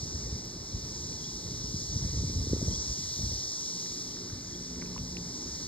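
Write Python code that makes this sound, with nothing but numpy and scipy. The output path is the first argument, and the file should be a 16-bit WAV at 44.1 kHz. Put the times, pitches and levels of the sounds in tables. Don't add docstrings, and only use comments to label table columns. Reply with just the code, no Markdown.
import sys
import numpy as np
from scipy import signal
from scipy.fft import rfft, irfft, next_fast_len
from scipy.io import wavfile
from scipy.ndimage import uniform_filter1d

SR = 44100
rng = np.random.default_rng(int(sys.argv[2]) if len(sys.argv) > 2 else 0)


def amp(db):
    return 10 ** (np.asarray(db, float) / 20)


def write(x):
    x = np.atleast_2d(x).T
    wavfile.write(sys.argv[1], SR, np.round(np.clip(x, -1, 1) * 32767).astype(np.int16))


N = 250047
TIME = np.arange(N) / SR
SIZE = next_fast_len(N)
FREQ = np.arange(SIZE // 2 + 1) * SR / SIZE

# (time [s], buffeting level [dB])
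GUSTS = [(0.0, -48.5), (0.17, -38.5), (0.33, -43), (0.45, -50.5), (1.04, -45.5), (1.4, -49.5),
         (1.75, -40.5), (2.2, -36.5), (2.45, -34.5), (2.7, -28), (2.8, -43), (3.13, -50.5), (3.25, -30.5),
         (3.4, -48), (3.52, -62), (4.7, -49.5), (4.95, -36.5), (5.25, -50)]
CALM_DB = -45


def unit(x):
    return x / np.sqrt(np.mean(x ** 2))


def curve(table):
    s, level = np.transpose(table)
    return np.interp(TIME, s, level)


def walk(rate):
    hold = int(SR / rate)
    steps = np.repeat(rng.standard_normal(N // hold + 1), hold)
    return 1.47 * uniform_filter1d(uniform_filter1d(steps, hold), hold)[:N]


def colour(x, table):
    hz, db = np.transpose(table)
    spectrum = rfft(x, SIZE) * amp(np.interp(np.log(FREQ + 1), np.log(hz), db))
    return spectrum / np.sqrt(np.mean(irfft(spectrum, SIZE) ** 2))


def band(spectrum, centre_hz, octaves):
    away = np.clip(np.log2((FREQ + 1) / centre_hz) / octaves, -1, 1)
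    return irfft(spectrum * np.cos(np.pi / 2 * away) ** 2, SIZE)[:, :N]


def add(out, start_s, sound):
    i = int(start_s * SR)
    out[0, i:i + len(sound)] += sound[:N - i]


def cicadas():
    # (time [s], level [dB])
    chorus_swell = [(0.0, -46.5), (0.08, -47.5), (0.6, -50), (0.77, -48), (1.8, -45.5), (2.59, -45),
                    (3.13, -42), (4.01, -44.5), (4.4, -50), (5.32, -48), (5.57, -46.5), (5.67, -46)]
    # (frequency [Hz], density [dB per Hz])
    body_resonance = [(2500, -34), (3100, -23), (3900, -10.5), (4700, -6), (5500, 0.0), (6100, -1.8),
                      (6900, -8.5), (7600, -16.5), (8400, -19.5), (9300, -28.5), (11500, -28), (12600, -31),
                      (13700, -37), (15500, -41)]
    clicks_per_s = 22000
    throb_s, throb_peak_s, throb_db = .87, .2, 1.5
    level_db = uniform_filter1d(curve(chorus_swell), SR // 10)
    round_db = throb_db * np.cos(2 * np.pi * (TIME - throb_peak_s) / throb_s)
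    chance = rng.random((2, 2, N))
    strength = amp(-1.2 * np.log(chance[1] + 1e-9))
    clicks = (chance[0] < clicks_per_s / SR) * strength * rng.choice([-1, 1], (2, N))
    song = colour(clicks, body_resonance)
    out = 0
    for hz in 2000 * 2 ** np.arange(0, 3.3, .25):
        share = np.exp(-(np.log(hz / 6900) / 0.31) ** 2)
        waver_db = 0.13 * walk(2.94) + 0.62 * walk(13.0)
        out = out + band(song, hz, octaves=.25) * amp(share * share * 0 + share * round_db + waver_db)
    return unit(out) * amp(level_db + 7.5)


def eddy(hz, peak_db, cycles):
    cycles = max(cycles, .4) * max(hz / 280, 1) ** 1.5
    t = np.arange(int(4 * cycles * SR / hz)) / SR
    envelope = np.exp(-((t * hz - 1.16 * cycles) / cycles) ** 2)
    return amp(peak_db) * np.sin(2 * np.pi * hz * t) * envelope


def wind():
    # (time [s], peak [dB], pitch [Hz])
    thumps = [(0.026, -31, 129), (0.143, -27, 79), (0.226, -38, 110), (0.318, -26, 84), (0.598, -35, 112),
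              (0.742, -22.5, 104), (0.829, -34, 94.2), (1.333, -39, 70.0), (1.45, -31, 106),
              (1.512, -26.5, 157), (1.637, -33, 162), (1.742, -24.5, 131), (1.891, -26, 91.5),
              (1.952, -24, 91.5), (2.022, -22, 121), (2.091, -27, 83.4), (2.176, -25, 78.6),
              (2.24, -21.5, 129), (2.357, -20, 75), (2.471, -23, 101), (2.522, -21.5, 73.4),
              (2.675, -21, 94), (2.777, -33.5, 68), (2.888, -27, 64), (2.987, -32.5, 147),
              (3.188, -30, 155), (4.323, -30.5, 95), (5.009, -29.5, 142), (5.128, -36, 73),
              (5.468, -37, 170)]
    # (time [s], peak [dB], pitch [Hz])
    snaps = [(0.055, -36, 297), (1.271, -35.5, 290), (1.743, -27, 225), (2.175, -27.5, 262),
             (2.235, -32, 400), (2.297, -25, 250), (2.44, -31, 258), (2.47, -19.5, 233),
             (2.498, -25.5, 290), (2.532, -10.5, 269), (2.564, -24.5, 362), (2.627, -19.5, 224),
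             (2.65, -37, 221), (2.674, -30, 276), (2.615, -32, 560), (2.68, -31.5, 520), (2.711, -27, 256),
             (3.189, -36, 317), (3.195, -42, 560), (3.315, -38.5, 535), (4.015, -45, 266)]
    # (centre [Hz], width [octaves], level [dB], dB per dB of buffeting, lumpiness [dB])
    ranges = [(73.4, 1.43, -3.0, 0.91, 4.3), (170, 1.26, -8.5, 0.8762, 1.75), (356, 1.5, -16.0, .5, 4.7)]
    wake_db, wake_s = -10, 0.038
    wake = sum(amp(db + wake_db) * np.exp(-((TIME - s - wake_s / 2) / wake_s) ** 2) for s, db, hz in thumps)
    buffet_db = 20 * np.log10(np.hypot(amp(curve(GUSTS)), wake))
    lumps = np.tanh(walk(40.0))
    out = np.zeros((2, N))
    for hz, octaves, db, follow, lumpy_db in ranges:
        noise = rfft(rng.standard_normal((2, N)), SIZE)
        eddies = band(noise, hz, octaves) * amp(lumpy_db * lumps)
        out += unit(eddies) * amp(CALM_DB + follow * (buffet_db - CALM_DB) + db)
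    for events, trim_db, cycles in [(thumps, -2.5, 0.83), (snaps, -1.5, 0.43)]:
        for s, db, hz in events:
            add(out, s, eddy(hz, db + trim_db, cycles - 0.0035 * (db + 30)))
    return out


def bird():
    # (time [s], length [s], peak [dB], start frequency [Hz], end frequency [Hz])
    chips = [
        (1.199, .012, -47, 3650, 3150),
        (1.236, 0.024, -44, 3150, 3460),
        (2.703, .014, -48, 3450, 3100),
        (2.737, 0.023, -43, 3200, 3430),
        (4.498, .012, -52, 3500, 3200),
        (4.536, 0.018, -46, 3170, 3400),
        (4.108, .012, -50, 3300, 3050),
    ]
    echo_s, echo_db = .045, -14
    out = np.zeros((2, N))
    for s, length_s, db, from_hz, to_hz in chips:
        along = np.arange(int(length_s * SR)) / (length_s * SR)
        pitch_hz = from_hz + (to_hz - from_hz) * along ** 0.73
        envelope = (.5 + .5 * along) * np.sin(np.pi * along) ** 0.18
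        breath = 1 + uniform_filter1d(rng.standard_normal(len(along)), size=150)
        chip = amp(db) * np.sin(2 * np.pi * np.cumsum(pitch_hz) / SR) * envelope * breath
        add(out, s, chip)
        add(out, s + echo_s, amp(echo_db) * chip)
    return out


def drops():
    # (time [s], peak [dB], bubble frequency [Hz], ring [s], upward glide [share])
    bubbles = [(1.126, -56.5, 2450, 0.0093, 0.09), (3.861, -56, 1910, 0.012, 0.12),
               (4.169, -51, 1680, 0.0065, 0.12), (4.300, -56.5, 1570, 0.013, 0.092),
               (4.759, -63, 2300, 0.013, 0.29), (4.8172, -46.5, 2090, 0.008, 0.044),
               (4.8228, -39, 2070, 0.0033, 0.059), (4.8244, -45, 1100, 0.0038, 0.044),
               (4.859, -54, 2500, .01, 0.08), (4.963, -48.5, 1044, 0.026, 0.076),
               (4.979, -48, 2740, 0.011, 0.063), (4.979, -44, 875, 0.0047, 0.085),
               (5.169, -40.5, 2690, 0.01, 0.059)]
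    out = np.zeros((2, N))
    for s, db, hz, ring_s, glide in bubbles:
        t = np.arange(int(ring_s * SR)) / SR
        pitch_hz = hz * (1 + glide * (3 * t / ring_s - .5))
        envelope = np.minimum(t / 0.00057, 1) * np.exp(-np.log(1000) * t / ring_s)
        add(out, s, amp(db + 15.5) * np.sin(2 * np.pi * np.cumsum(pitch_hz) / SR) * envelope)
    return out


def grip():
    # (time [s], peak [dB], frequency [Hz])
    ticks = [
        (.4548, -36, 13000),
        (.4548, -46, 15600),
        (1.297, -46, 15600),
        (4.571, -37, 15200),
        (4.824, -52, 12500),
        (5.095, -44, 15600),
    ]
    out = np.zeros((2, N))
    t = np.arange(60) / SR
    for s, db, hz in ticks:
        add(out, s, amp(db) * np.sin(2 * np.pi * hz * t) * np.exp(-t / 0.00016))
    return out


def far_levels():
    stir_db = uniform_filter1d(curve(GUSTS), int(0.15 * SR)) - CALM_DB
    duck = uniform_filter1d(1. 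* (TIME > 2.78) * (TIME < 3.68), SR // 10)
    return stir_db, -47 + 0.04 * stir_db - 3.5 * duck


def machines():
    # (multiple of the turning rate, level over the rumble [dB])
    pump_harmonics = [(2, -7.5), (3, -11.5), (4, -9), (5, -9.5), (6, -11), (7, -13), (8, -21), (9, -27)]
    # (frequency [Hz], level [dB])
    motor_lines = [(177.6, -49), (253, -53), (350, -60)]
    pump_hz, motor_start_s = 58.9, 3.77
    stir_db, level_db = far_levels()
    pump_db = 1.0 - 0.18 * np.maximum(stir_db, 0)
    turn = 2 * np.pi * np.cumsum(1 + 0.0012 * walk(2.924)) / SR
    hum = 0
    for k, db in pump_harmonics:
        hum = hum + amp(db + 1.8 * walk(12.0)) * np.sin(k * pump_hz * turn + 2 * np.pi * rng.random())
    motor = sum(amp(db + 1.0 + 3.37 * walk(12.0)) * np.sin(hz * turn) for hz, db in motor_lines)
    out = np.zeros((2, N))
    out[0] = hum * amp(level_db + pump_db) + motor * np.clip((TIME - motor_start_s) / 0.18, 0, 1)
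    return out


def rumble():
    # (frequency [Hz], density [dB per Hz])
    far_spectrum = [(24, -17.5), (40, 0.5), (167, -1.5), (212, -6.5), (355, -6), (661, -18.5), (972, -18),
                    (1430, -24.5), (2140, -24), (2430, -27.5), (2660, -31), (2920, -29), (3200, -33.5),
                    (4160, -73), (7040, -120)]
    stir_db, level_db = far_levels()
    deep_db = 0.62 * stir_db
    air = colour(rng.standard_normal((2, N)), far_spectrum)
    swell, out = walk(0.96), 0
    for hz in 40 * 2 ** np.arange(0, 7, .5):
        trend_db = deep_db if hz < 130 else level_db if hz < 600 else 0 * stir_db
        flicker_db = .4 * swell + 1.2 * walk(8.0)
        out = out + band(air, hz, octaves=.5) * amp(trend_db - trend_db.mean() + flicker_db)
    return out * amp(level_db.mean() + 2.0)


def scene():
    # (frequency [Hz], left lead [rad], left minus right [dB], unshared part [share 0-1])
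    port_pair = [(40, 0.0, 0.0, .02), (300, -.3, 0.0, .1), (620, -1.0, -2.5, .3), (900, -.1, 1.0, .25),
                 (1700, -.3, 2.5, .25), (2670, 2.5, 0.5, .25), (3700, .9, 0.0, .12), (5000, 1.45, 0.0, .1),
                 (5850, 3.14, 0, .04), (8100, 6.28, 0, .05), (10250, 9.42, 0, .08), (12400, 12.56, 0, .05),
                 (14700, 15.7, 0, .1)]
    shared, twin = rfft(cicadas() + wind() + bird() + drops() + grip() + machines() + rumble(), SIZE)
    hz, *columns = np.transpose(port_pair)
    lead, pan_db, apart = (np.interp(FREQ, hz, c) for c in columns)
    apart = np.clip(apart, 0, 1) / 2
    side = np.array([[1], [-1]])
    mixed = np.sqrt(1 - apart) * shared + side * np.sqrt(apart) * twin
    heard = mixed * np.exp(.5j * side * lead) * amp(side * pan_db / 2)
    return irfft(heard, SIZE)[:, :N]


def joint_stereo(x):
    # (frequency [Hz], masking threshold [dB], rounding step [dB])
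    masking = [(700, -60, -37), (1100, -40, -31), (1900, -30.5, -28), (2700, -31, -27), (4000, -28, -23),
               (5300, -22, -20), (5950, -8, -20), (6800, -22, -22), (7900, -20, -25), (8600, -27, -27),
               (9300, -32, -30), (10300, -34, -32), (12100, -33, -31), (13000, -34.5, -31),
               (14300, -38.5, -32), (15000, -39.5, -32), (15700, -37.5, -32)]
    hop, grid = 1024, 577
    edges = np.r_[0:40:4, 40:96:8, 96:144:12, 144, 160, 176, 196, 216, 240, 264, 292, 320:960:32, 1024]
    width = np.diff(edges)
    lead_in = 2 * hop - grid
    count = N // hop + 4
    pair = np.array([x[0] + x[1], x[0] - x[1]]) / 2
    pair = np.pad(pair, ((0, 0), (lead_in, (count + 1) * hop - N - lead_in))).astype(np.float32)
    n, k = np.arange(2 * hop) + .5 + hop / 2, np.arange(hop) + .5
    window = signal.windows.kaiser_bessel_derived(2 * hop, 4 * np.pi)[:, None]
    basis = window * np.cos(np.pi / hop * np.outer(n, k)) * np.sqrt(2 / hop)
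    basis = basis.astype(np.float32)
    halves = pair.reshape(2, -1, hop)
    lines = np.concatenate([halves[:, :-1], halves[:, 1:]], axis=2) @ basis
    power_db = 10 * np.log10(np.add.reduceat(lines ** 2, edges[:-1], axis=2) / width + 1e-18)
    centre_hz = (edges[:-1] + edges[1:]) * SR / 4 / hop
    loudest_db = uniform_filter1d(power_db[:, :, centre_hz > 3000].max(axis=(0, 2)), size=3)[:, None]
    loudest_db = loudest_db + .8 * uniform_filter1d(rng.standard_normal((count, 1)), size=4, axis=0)
    hz, *columns = np.transpose(masking)
    mask_db, step_db = (loudest_db + np.interp(centre_hz, hz, c) + rng.standard_normal(power_db.shape)
                        for c in columns)
    pair_db = np.array([-1.2, -2.8])[:, None, None]
    rival_db = power_db[::-1] + pair_db + 1.5 * rng.standard_normal(power_db.shape)
    weaker = (power_db < rival_db) & (centre_hz > 8000)
    mask_db = np.where(weaker, np.maximum(mask_db, power_db + 3), mask_db)
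    masked = (power_db < mask_db) & (centre_hz > hz[0])
    step = np.repeat(amp(np.where(masked, mask_db + 11, step_db)), width, axis=2)
    rounded = np.floor(np.abs(lines / step) ** .75 + .4054) ** (4 / 3)
    frames = (np.sign(lines) * rounded * step).astype(np.float32) @ basis.T
    halves = np.pad(frames[:, :, :hop], ((0, 0), (0, 1), (0, 0)))
    halves = halves + np.pad(frames[:, :, hop:], ((0, 0), (1, 0), (0, 0)))
    mid, side = halves.reshape(2, -1)[:, lead_in:lead_in + N]
    return np.array([mid + side, mid - side], dtype=float)


def low_pass(x):
    return signal.sosfilt(signal.butter(12, 15750, fs=SR, output="sos"), x)


def record(dry):
    cut = signal.sosfilt(signal.butter(2, 38, "high", fs=SR, output="sos"), dry)
    cut = signal.sosfilt(signal.ellip(8, .2, 70, 15750, fs=SR, output="sos"), cut)
    mix = joint_stereo(cut)
    return low_pass(mix)


dry = scene()
out = record(dry)
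write(out)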